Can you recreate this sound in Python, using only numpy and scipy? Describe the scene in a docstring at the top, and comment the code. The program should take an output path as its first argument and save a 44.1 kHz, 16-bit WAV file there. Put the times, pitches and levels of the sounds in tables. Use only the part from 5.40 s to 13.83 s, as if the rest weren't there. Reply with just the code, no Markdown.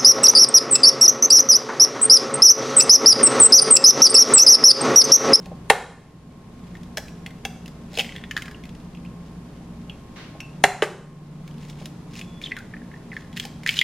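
"""Two eggs are knocked on a hand-steadied steel bowl on a kitchen counter and pulled apart with the thumbs.
Noise showers and damped resonances make the shell snap and crackle, each snap ringing the hollow between
shell and hands; egg white clicks in sliding notes. Filtered noise and wavering sines make the room air and
the hum of an appliance. The knocks overload the microphone, whose gain then sinks and recovers."""
import sys
import numpy as np
from scipy import signal
from scipy.fft import rfft, irfft, next_fast_len
from scipy.io import wavfile

SR = 44100
rng = np.random.default_rng(int(sys.argv[2]) if len(sys.argv) > 2 else 0)


def master_out(mix):
    """Clip the mix to full scale and print it as 16-bit PCM to the path in sys.argv[1]."""
    frames = np.transpose(np.atleast_2d(mix))
    ceiling = np.clip(frames, -1, 1)
    pcm = np.round(ceiling * 32767).astype(np.int16)
    wavfile.write(sys.argv[1], SR, pcm)


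N = 371763
TIME = np.arange(N) / SR
AGE = np.arange(SR // 8) / SR   # time axis of short sounds

# dull body of the full egg: f/Hz, level/dB, t60/s
EGG_BODY = [(492, -1.5, 0.028), (600, 0, 0.014), (781, -2, 0.034)]
# left-right likeness of the echoes: f/Hz, correlation/-1..1
ECHO_LIKENESS = [(300, 1), (1400, 0.98), (3100, 0.98), (6800, 0.48), (15000, 0.63)]


def from_db(db):
    """Decibels to gain."""
    return 10 ** (np.asarray(db) / 20)


def rms_one(x):
    """Scale to unit rms."""
    return x / np.sqrt(np.mean(x ** 2) + 1e-20)


def even(x):
    """Give a short sound the energy of ten milliseconds at unit rms."""
    energy = np.mean(np.sum(x ** 2, axis=-1))
    return x / np.sqrt(energy / (SR / 100) + 1e-20)


def at_hz(points, hz):
    """Read a table on a log-frequency axis."""
    f, value = np.transpose(points)
    return np.interp(np.log(np.maximum(hz, 1)), np.log(f), value)


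def fade(age, t60):
    """Exponential decay by 60 dB in t60 seconds."""
    return np.exp(-np.log(1000) * age / max(t60, 1e-4))


def envelope(rows, rise_db_per_s, fall_db_per_s, rest_db):
    """Gain that rises to each event (start, length, dB), holds for its length and falls back to rest."""
    level_db = np.full(N, float(rest_db))
    for start, length, db in rows:
        early = np.maximum(start - TIME, 0)
        late = np.maximum(TIME - start - length, 0)
        level_db = np.maximum(level_db, db - rise_db_per_s * early - fall_db_per_s * late)
    return from_db(level_db)


def add(out, s, sound):
    """Mix a sound in at time s."""
    start = int(np.clip(round(s * SR), 0, N - 1))
    out[..., start:start + sound.shape[-1]] += sound[..., :N - start]


def colour(x, spectrum):
    """Causal (minimum-phase) filter that follows a spectrum table."""
    n = next_fast_len(x.shape[-1] // 2 + 1) * 2
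    hz = np.arange(n // 2 + 1) * SR / n
    cepstrum = irfft(np.log(from_db(at_hz(spectrum, hz))))
    # folding the cepstrum forward in time gives minimum phase
    cepstrum[1:n // 2] *= 2
    cepstrum[n // 2 + 1:] = 0
    return irfft(rfft(x, n) * np.exp(rfft(cepstrum)), n)[..., :x.shape[-1]]


def spread(pair, likeness):
    """Two unrelated signals become left and right, as alike in each band as the table says."""
    n = next_fast_len(pair.shape[-1] // 2 + 1) * 2
    hz = np.arange(n // 2 + 1) * SR / n
    alike = np.clip(at_hz(likeness, hz), -1, 1)
    mid, side = rfft(pair, n) * np.sqrt([1 + alike, 1 - alike])
    return irfft(np.array([mid + side, mid - side]), n)[:, :pair.shape[-1]]


def ring(drive, hz, t60):
    """One damped resonance, silent at zero frequency."""
    r = fade(1 / SR, t60)
    return signal.lfilter([.5, 0, -.5], [1, -2 * r * np.cos(2 * np.pi * hz / SR), r * r], drive)


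def fracture(t60, lead, spread_s=.0005):
    """A first break, then a shower of tiny ones that spreads through the shell and dies fast."""
    shower = rng.standard_normal(len(AGE)) * fade(AGE, t60) * (1 - np.exp(-AGE / spread_s))
    first_break = lead * (AGE == 0)
    return shower / np.linalg.norm(shower) + first_break


def hollow(hz, t60, upper_db, upper_hz, upper_t60):
    """A break rings two resonances of the thin shell, which radiates no bass."""
    drive = fracture(0.023, lead=1.3)
    lower = even(ring(ring(drive, hz, t60=0.001), hz, t60))
    upper = even(ring(ring(drive, upper_hz, t60=0.001), upper_hz, upper_t60))
    return lower - from_db(upper_db) * upper


def modes(table, spread_db):
    """A struck body: every mode rings with a strength that may vary from blow to blow by spread_db."""
    age = TIME[:SR // 2]
    chance_db = rng.normal(0, spread_db, len(table))
    body = 0
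    for k, (hz, db, t60) in enumerate(table):
        gain = (-1) ** k * from_db(db + chance_db[k])
        body = body + gain * np.sin(2 * np.pi * hz * age) * fade(age, t60)
    return body


def note(hz, t60):
    """A sine that starts at unit amplitude and dies away."""
    age = TIME[:SR]
    return np.sin(2 * np.pi * hz * age) * fade(age, t60)


def shimmering(hz, t60, shimmer, width_hz=150):
    """A dying note blurred by slow noise into many close partials, which beat against each other."""
    age = TIME[:SR // 2]
    r = np.exp(-2 * np.pi * width_hz / SR)
    slow = signal.lfilter([1], [1, -2 * r, r * r], rng.standard_normal((2, SR)))
    beats = rms_one(slow[:, -len(age):])
    phase = 2 * np.pi * hz * age
    tone = (1 + shimmer * beats[0]) * np.sin(phase) + shimmer * beats[1] * np.cos(phase)
    return tone * fade(age, t60) / np.sqrt(1 + 2 * shimmer ** 2)


def wavering_tone(hz, width_hz, unrest):
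    """A steady sine plus a narrow band of noise around it, at unit rms."""
    knot_rate = 200   # Hz
    knots = np.arange(0, 10, 1 / knot_rate)
    r = np.exp(-np.pi * width_hz / knot_rate)
    slow = signal.lfilter([1], [1, -2 * r, r * r], rng.standard_normal((2, len(knots))))
    wander = rms_one(np.array([np.interp(TIME + 1, knots, part) for part in slow]))
    phasor = 1 + unrest * (wander[0] + 1j * wander[1])
    return rms_one(np.real(phasor * np.exp(2j * np.pi * hz * TIME)))


def room_noise(spectrum):
    """Diffuse stereo noise of unit rms."""
    # left-right likeness: f/Hz, correlation/-1..1
    diffuse_likeness = [(30, 0.99), (80, 0.99), (150, 1), (290, 0.95), (640, 0.7), (1400, 0.64),
                        (3100, 0.13), (6800, -0.27), (15000, -0.35)]
    return rms_one(colour(spread(rng.standard_normal((2, N)), diffuse_likeness), spectrum))


def background(air_db=-43, unrest_per_hz=0.21):
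    """Room air and the hum of an appliance, a sum of sines whose broader notes waver most."""
    # colour of the room air: f/Hz, level/dB per Hz
    air_colour = [(20, -16), (29, -14), (41, -13), (60, -9), (115, -8.5), (165, -7.5), (230, -7),
                  (440, -18), (1000, -23.5), (1470, -30), (4000, -37.5), (11000, -44.5), (13000, -47),
                  (15000, -84)]
    # notes of the appliance: f/Hz, level/dB rms, half the nominal waver bandwidth/Hz
    hum_notes = [(27.6, -56, 1.2), (120.2, -53.5, .5), (170.8, -46, 3.1), (180.6, -47.5, 5.1),
                 (232.3, -50, 5.8), (299.3, -61, 4.4), (418, -60, 7.3), (1071, -61.5, 2.1)]
    # times when one note of the hum swells: start/s, length/s, level/dB
    swell_times = [(5.15, 1.26, -40), (8.0, 0.41, -44)]
    hum = 0
    for hz, db, half_width in hum_notes:
        hum = hum + from_db(db) * wavering_tone(hz, 2 * half_width, unrest_per_hz * half_width)
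    swell_gain = envelope(swell_times, rise_db_per_s=42, fall_db_per_s=51, rest_db=-50)
    swell = swell_gain * wavering_tone(149, 7.0, unrest=0.19)
    # the deep mains note sinks halfway through
    mains_gain = envelope([(0.0013, 4.56, -50)], rise_db_per_s=0, fall_db_per_s=30, rest_db=-61.5)
    mains = mains_gain * wavering_tone(60, 0.89, unrest=.1)
    return from_db(air_db) * room_noise(air_colour) + hum + swell + mains


def crumbling(per_s=400, grain_t60=0.023):
    """Countless tiny breaks along the tear, each a short burst of noise; a faint bed runs throughout."""
    # the thumbs squeeze and the shell crumbles: start/s, length/s, level/dB
    squeezes = [(0.03, 0.054, -59.5), (2.56, 0.05, -41), (2.68, .09, -60), (2.9, 0.18, -57),
                (6.215, 0.032, -51.5), (6.277, 0.014, -51), (6.41, 0.012, -50), (6.755, 0.041, -46),
                (7.04, 0.025, -47), (7.73, 0.081, -53.5), (7.97, 0.089, -49.5), (8.285, 0.12, -40.5)]
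    # colour of the crumbs: f/Hz, level/dB per Hz
    crumb_colour = [(400, -29), (1200, -11.5), (1900, 0.5), (3100, 0.5), (4800, -2), (8000, -8),
                    (13000, -17.5), (16000, -20.5)]
    breaks = (rng.random(N) < per_s / SR) + 1e-18
    bursts = signal.lfilter([1], [1, -fade(1 / SR, grain_t60)], breaks)
    grains = bursts * rng.standard_normal(N)
    gain = envelope(squeezes, rise_db_per_s=334.5, fall_db_per_s=297, rest_db=-67)
    return gain * rms_one(colour(grains, crumb_colour))


def ticks(unevenness=0.39, spread_db=2.5, spread_octaves=0.32):
    """Tiny snaps at uneven gaps as the shell is worked, weaker as the tear runs out; rows for snaps()."""
    gap_s, tick_hz = .028, 2300   # typical gap and pitch
    shell_db, crack_db = -4, -9   # relative to the tick
    # shell turned or drawn apart: start/s, end/s, first tick level before the hollow trim/dB, fading/dB per s
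    partings = [(1.193, 1.76, -56, 10), (2.627, 3.3, -51, 18), (6.111, 6.43, -53, 4), (8.309, 8.43, -49, 9)]
    rows = []
    for start, end, first_db, fading_db_per_s in partings:
        s = start
        for gap, size, pitch, crack in rng.standard_normal((40, 4)):
            if s < end:
                db = first_db - fading_db_per_s * (s - start) + spread_db * size
                hz = tick_hz * 2 ** (spread_octaves * pitch)
                rows.append((s, db, hz, shell_db, db + crack_db + spread_db * crack))
            s += gap_s * np.exp(unevenness * gap)
    return rows


def snaps(hollow_trim_db=-9.5, crack_t60=0.018, shell_octaves=0.094):
    """Each break is a bright crack, the shell's own note and a brief ring of the hollow at its own pitch."""
    # clearest snaps: t/s, hollow level before trim/dB, hollow f/Hz, shell level above hollow/dB, crack level/dB
    clear_snaps = [(0.0579, -47, 2480, -8.5, -47.5), (1.3529, -35, 1793, -14, -54),
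                   (1.4328, -61, 2580, -3, -51.5), (1.5718, -27, 1720, -1, -28),
                   (1.5802, -28, 1770, -9, -32.5), (1.6824, -45, 2500, 0, -50),
                   (1.8626, -26.5, 2310, -10, -41), (1.9065, -42, 2070, -4, -57),
                   (2.0512, -27, 2300, -5, -29), (2.2589, -37, 2700, -12, -47.5),
                   (2.279, -43, 1820, -6, -46.5), (2.531, -50, 2100, -4, -48),
                   (2.5535, -32, 4200, -12, -47), (2.5737, -21, 2570, -3, -34),
                   (2.5864, -21, 2300, -4, -29), (2.5936, -13.5, 2940, -1, -29),
                   (2.5995, -14, 2630, -6, -30), (2.608, -19, 2560, -13, -33.5),
                   (2.6455, -29.5, 2080, -10, -50), (2.663, -37, 2080, -5, -56),
                   (2.6917, -30, 1990, -7, -56), (2.7226, -33, 2010, -8, -57), (2.754, -36, 1840, -10, -57),
                   (2.7627, -30.5, 1940, 1.5, -47), (2.782, -35, 1890, -7, -60),
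                   (2.8135, -41, 1830, -12, -61), (2.8388, -29.5, 1840, -3, -55),
                   (2.911, -20.5, 1860, -7, -38.5), (2.9664, -20, 1910, -4, -35),
                   (2.9756, -20, 1760, -10, -35.5), (3.0211, -28.5, 2160, -4, -39),
                   (3.0568, -43, 2310, -11, -46), (3.081, -30, 1670, -22, -49),
                   (3.1122, -38, 1850, -16, -49), (3.2374, -39, 2210, -3, -54),
                   (3.254, -41, 2230, -12, -51.5), (3.292, -46.5, 2700, 3, -54),
                   (3.3502, -47.5, 2650, -6, -54), (3.549, -42, 2600, -9, -60),
                   (3.572, -45, 2550, -11, -62), (3.65, -42, 2500, -11, -60), (3.661, -44, 2750, -12, -64),
                   (4.4968, -29, 2850, -2.5, -53.5), (5.0039, -26.5, 2560, -19.5, -43),
                   (6.0772, -44, 2300, 0.5, -48.5), (6.2985, -47, 2400, 6, -46),
                   (6.4568, -42.5, 2300, 8.5, -39), (6.754, -38, 2600, -4.5, -47),
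                   (6.7923, -34.5, 2500, -6, -41), (6.813, -29, 2570, -7, -45.5),
                   (7.0153, -32.5, 2300, -10, -48), (7.0705, -36, 2230, -9, -51),
                   (7.1666, -26, 1710, -11, -45), (7.187, -50.5, 4050, -10, -45),
                   (7.7668, -30, 1920, -14, -52), (7.929, -46, 2200, 4, -54), (7.9635, -44, 2200, -5, -44),
                   (7.969, -33, 1950, 3, -42), (7.9738, -27.5, 2000, -4, -36), (7.998, -28, 2300, 8, -31),
                   (8.0385, -44, 2390, 0, -43), (8.0516, -38.5, 2400, 7, -36.5),
                   (8.234, -36, 2050, -10, -48), (8.263, -12.5, 1840, -29, -34),
                   (8.274, -24, 2100, -8, -28.5), (8.2835, -20, 2180, -14, -38),
                   (8.2912, -12, 2300, 0, -27), (8.3085, -33, 2300, -4, -35), (8.3255, -34, 2700, -8, -44),
                   (8.3403, -28, 3020, 6, -39), (8.3685, -21, 2970, -3, -38), (8.3792, -20, 3050, -5, -37),
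                   (8.3897, -11.5, 2930, 3.5, -29), (8.4055, -29, 2920, 6, -50),
                   (8.413, -20.5, 2390, 7.5, -32)]
    # colour of the fracture itself: f/Hz, level/dB per Hz
    crack_colour = [(300, -31.5), (1100, -13.5), (1700, 9), (3400, 7), (5000, 5.5), (7000, 2), (10000, -3),
                    (13500, -2), (16000, -11)]
    out = np.zeros(N)
    for s, hollow_db, hollow_hz, shell_db, crack_db in list(clear_snaps) + ticks():
        # every piece of shell has its own size
        shell_hz = 3320 * 2 ** (shell_octaves * rng.standard_normal())
        ringing = hollow(hollow_hz, 0.0098, shell_db, shell_hz, upper_t60=0.0063)
        crack = even(colour(fracture(crack_t60, lead=0.25), crack_colour))
        add(out, s, from_db(hollow_db + hollow_trim_db) * ringing)
        add(out, s, from_db(crack_db) * crack)
    return out


def pushes_and_pings(push_trim_db=-5):
    """Dull pushes set off the egg's body modes; shell snaps or a nail on the bowl leave short notes."""
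    # fingers pushing on the still full egg: t/s, level before trim/dB
    pushes = [(0.063, -36.5), (0.116, -30), (1.572, -28), (1.58, -28.5), (1.863, -43), (2.051, -30),
              (2.529, -37), (2.573, -26), (2.586, -22.5), (2.597, -28), (4.95, -38), (6.413, -37),
              (8.05, -34)]
    # short notes left by shell snaps or by a nail on the bowl; rows may share a moment:
    # t/s, f/Hz, level/dB, t60/s, shimmer/0..1
    pings = [(1.573, 1710, -23, 0.031, 0.2), (1.573, 3250, -37, .02, .3), (2.0518, 2640, -21.5, .024, .3),
             (2.0515, 3290, -22, 0.021, 0), (2.052, 760, -28.5, 0.077, 0.13),
             (2.966, 1690, -17, 0.048, 0.15), (3.023, 1480, -37, .04, .2), (4.498, 2630, -46, 0.2, .9),
             (5.005, 2655, -41, 0.39, 1), (5.004, 2940, -48.5, 0.07, .8), (5.004, 1570, -45.5, 0.1, .9),
             (5.004, 5650, -41.5, 0.05, .8)]
    out = np.zeros(N)
    body = modes(EGG_BODY, spread_db=0.0)
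    for s, db in pushes:
        push = even(signal.fftconvolve(body, fracture(0.052, lead=0.92)))
        add(out, s, from_db(db + push_trim_db) * push)
    for s, hz, db, t60, shimmer in pings:
        add(out, s, from_db(db) * shimmering(hz, t60, shimmer))
    return out


def knocks(thump_t60=0.022, knock_t60=0.049, shell_t60=.025, bowl_db=-23, low_cut_hz=110):
    """The shell caves in with clack, notes and splinters as the bowl rings; the full egg thumps just after."""
    # egg against bowl: t/s, body lag/s, thump level/dB, thump f/Hz, egg level/dB, knock level/dB, knock f/Hz,
    # clack level/dB, clack f/Hz, shell note level/dB, shell note f/Hz, second note level/dB,
    # second note f/Hz, splinter level/dB, crush t60/s
    blows = [(0.3004, .0026, -13.5, 446, -11.5, -12, 786, -6.5, 1705, -12, 3240, -12.5, 1290, -8, 0.018),
             (5.2395, 0.0011, -14.5, 548, -14.5, -5, 749, -11, 1990, -9.5, 2800, -10, 4040, -9.5, 0.01),
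             (5.4223, .002, -12, 392, -17.5, -11, 600, -18, 1660, -11, 2980, -14.5, 2650, -15.5, 0.1)]
    # modes of the damped bowl: f/Hz, level relative to the bowl/dB, t60/s
    bowl_modes = [(400, 5.5, 0.31), (484, -11.5, .25), (545, -4, .15), (714, -11.5, .2), (786, 1, 0.3),
                  (857, -8, 0.45), (1000, -13.5, .33), (1200, -6.5, 0.4), (1690, -15.5, 0.19),
                  (2060, -14.5, .26), (2160, -13, 0.25), (2923, -8.5, 0.14), (3270, -10.5, 0.16),
                  (3964, -14.5, .1), (4670, -19.5, 0.33), (5760, -20.5, .26), (8600, -18.5, 0.12)]
    # colour of crushing shell: f/Hz, level/dB per Hz
    crush_colour = [(40, -15), (100, -3), (250, -10), (480, 8), (760, 5.5), (1100, 6), (1800, 11),
                    (3200, 0), (4600, -5), (9000, -5), (12000, -12.5), (16000, -28.5)]
    out = np.zeros(N)
    for (s, lag_s, thump_db, thump_hz, egg_db, knock_db, knock_hz, clack_db, clack_hz,
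         shell_db, shell_hz, second_db, second_hz, splinter_db, crush_t60) in blows:
        clack = hollow(clack_hz, t60=0.0066, upper_db=-16.0, upper_hz=3800, upper_t60=0.0037)
        add(out, s, from_db(clack_db) * clack)
        add(out, s, from_db(shell_db) * shimmering(shell_hz, shell_t60, .25))
        add(out, s, from_db(second_db) * shimmering(second_hz, shell_t60, .25))
        splinters = even(colour(fracture(crush_t60, lead=0.056), crush_colour))
        add(out, s, from_db(splinter_db) * splinters)
        thump = ring(fracture(crush_t60, lead=3.0), thump_hz, t60=.009)
        thump = even(ring(thump, thump_hz, thump_t60))
        add(out, s + lag_s, from_db(thump_db) * thump)
        add(out, s + lag_s, from_db(knock_db) * note(knock_hz, knock_t60))
        # the rim damps the egg
        egg = even(modes(EGG_BODY, spread_db=1.5) * fade(TIME[:SR // 2], t60=0.065))
        add(out, s + lag_s, from_db(egg_db) * egg)
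        # the bowl rings louder when the splinters are louder
        add(out, s, from_db(bowl_db + splinter_db) * modes(bowl_modes, spread_db=2.0))
    low_cut = signal.butter(2, low_cut_hz, "high", fs=SR, output="sos")
    return signal.sosfilt(low_cut, out + 1e-18)


def blips(rise_s=0.0021, wet_db=-4):
    """Air pockets open in the egg white: soft short notes that slide in pitch, with a wet edge."""
    # wet clicks in the opening shell: t/s, level/dB, f/Hz, t60/s, glide/octaves per s
    wet_clicks = [(3.1451, -46.5, 2830, 0.019, -2), (7.03, -54, 3800, 0.017, -8),
                  (7.038, -33, 3510, 0.02, -3), (7.052, -39.5, 3650, .025, -12),
                  (7.06, -34, 3320, 0.025, -15), (7.072, -51, 3250, .02, -10),
                  (7.079, -47, 3160, 0.027, -8), (7.111, -43, 1960, 0.018, -5.5),
                  (7.118, -26.5, 2040, 0.015, -8), (7.168, -36.5, 1614, 0.073, -8),
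                  (7.204, -43.5, 1610, .025, -8), (7.3373, -38.5, 1830, 0.035, -10),
                  (7.366, -44.5, 1870, 0.015, -8), (7.417, -49.5, 1730, 0.022, -8),
                  (7.515, -46.5, 1770, 0.018, -11), (7.539, -46.5, 1820, .02, -4.5),
                  (7.561, -51, 1870, 0.014, 5), (7.717, -40.5, 2100, .022, -13),
                  (7.73, -41, 1850, 0.022, -10), (7.766, -33, 1880, 0.016, -31),
                  (8.414, -20, 2100, 0.018, -8)]
    out = np.zeros(N)
    for s, db, hz, t60, glide in wet_clicks:
        phase = 2 * np.pi * np.cumsum(hz * 2 ** (glide * AGE)) / SR
        tone = even(np.sin(phase) * (1 - np.exp(-AGE / rise_s)) * fade(AGE, t60))
        edge = even(ring(ring(fracture(t60, lead=0), hz, t60=0.0037), hz, t60=0.0037))
        add(out, s, from_db(db) * (tone + from_db(wet_db) * edge))
    return out


def swish(start_s=4.762, length_s=0.057, level_db=-43.5):
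    """A brief soft rush of noise that starts at once and dies away."""
    # colour of the rush: f/Hz, level/dB per Hz
    rush_colour = [(300, -6.5), (900, -4), (2000, -0.5), (4000, -5.5), (6200, -13), (8000, -26.5),
                   (14000, -32)]
    gain = envelope([(start_s, length_s, level_db)], rise_db_per_s=3000, fall_db_per_s=96.5, rest_db=-100)
    return gain * room_noise(rush_colour)


def squeak(start_s=6.835, length_s=0.16, hz=3420, level_db=-58.5):
    """One thin note that flutters while the shell is strained."""
    gain = envelope([(start_s, length_s, level_db)], rise_db_per_s=1500, fall_db_per_s=400, rest_db=-120)
    return gain * wavering_tone(hz, 45, unrest=.4)


def ports(x, step_hz=330):
    """A near sound reaches both microphone ports equally loud, but raggedly out of step in the treble."""
    # phase between the ports: f/Hz, phase/rad
    port_phase = [(300, .04), (2800, 0.067), (6000, 0.66), (7500, 2.1), (10000, 1.7), (15000, 4.3)]
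    # how far each port's phase strays from one frequency to the next: f/Hz, nominal scatter/rad rms
    port_scatter = [(1500, .03), (3200, 0.13), (4500, .5), (6500, 0.94), (15000, 0.73)]
    n = next_fast_len(N + SR // 10)
    hz = np.arange(n // 2 + 1) * SR / n
    knots = rng.standard_normal((2, 400))
    stray = np.array([np.interp(hz / step_hz, np.arange(len(row)), row) for row in knots])
    phase = at_hz(port_phase, hz) * np.array([[.5], [-.5]]) + at_hz(port_scatter, hz) * stray
    return irfft(rfft(x, n) * np.exp(1j * phase), n)[:, :N]


def nearby(x, early_db=-10, early_t60=0.066, gap_s=.003):
    """The direct sound and quick reflections from bowl and counter, which differ a little between the ports."""
    early = spread(rng.standard_normal((2, len(AGE))) * fade(AGE, early_t60), ECHO_LIKENESS)
    early = early / np.linalg.norm(early[0])
    near = ports(x)
    add(near, gap_s, from_db(early_db) * signal.fftconvolve(x[None], early, axes=-1))
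    return near


def kitchen(x, late_db=-17.5, gap_s=.003, build_s=0.0041):
    """The room's tail for sound sent in one direction: noise that dies band by band."""
    # decay of the room: f/Hz, t60/s
    room_decay = [(150, 0.81), (500, 0.6), (1500, 0.61), (4000, 0.53), (9000, 0.73), (14000, 0.26)]
    # colour of the tail: f/Hz, level/dB
    tail_colour = [(200, 2.5), (400, -2), (500, -1.5), (600, 0.5), (740, 0), (900, 0), (1250, 3),
                   (1750, -3), (2200, -2.5), (3300, -2.5), (5000, 0.5), (12000, -1)]
    age = np.arange(SR * 3 // 4) / SR
    edges = np.geomspace(80, 18000, 9)   # Hz
    late = 0
    for lo, hi in zip(edges, edges[1:]):
        band_pass = signal.butter(2, [lo, hi], "band", fs=SR, output="sos")
        band = signal.sosfilt(band_pass, rng.standard_normal((2, len(age))))
        late = late + band * fade(age, at_hz(room_decay, np.sqrt(lo * hi)))
    late = late * (1 - np.exp(-age / build_s))
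    late = spread(colour(late, tail_colour), ECHO_LIKENESS)
    late = late / np.linalg.norm(late[0])
    out = np.zeros((2, N))
    add(out, gap_s, from_db(late_db) * signal.fftconvolve(x[None], late, axes=-1))
    return out


def scene(count=3):
    """Egg and bowl close by, in a humming kitchen; a knock sends a different splinter of sound each way."""
    surroundings = background() + swish()
    opening = crumbling() + snaps() + pushes_and_pings() + blips() + squeak()
    directions = [knocks() + opening for _ in range(count)]
    return nearby(directions[0]) + sum(kitchen(x) for x in directions) + surroundings


def gain_control(x, threshold_db=-20, most_db=5.5, release_db_per_s=12, attack_s=0.039):
    """A loud blow pulls the gain down by at most most_db; it holds, then creeps back."""
    # mean power over about 20 ms
    power = signal.lfilter([1 / 882], [1, 1 / 882 - 1], np.mean(x ** 2, axis=0))
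    over_db = np.maximum(10 * np.log10(power + 1e-12) - threshold_db, 0)
    # peak hold that falls at the release rate
    release_db = release_db_per_s * TIME
    held_db = np.maximum.accumulate(over_db + release_db) - release_db
    r = np.exp(-1 / (attack_s * SR))
    cut_db = signal.lfilter([1 - r], [1, -r], np.minimum(held_db, most_db))
    return x * from_db(-cut_db)


def record(dry, cutoff_hz=15900):
    """Peaks overload softly, the gain ducks, the top is cut."""
    clipped = dry / (1 + dry ** 6) ** (1 / 6)
    top_cut = signal.ellip(10, .1, 80, cutoff_hz, fs=SR, output="sos")
    return signal.sosfilt(top_cut, gain_control(clipped))


dry = scene()
out = record(dry)
master_out(out)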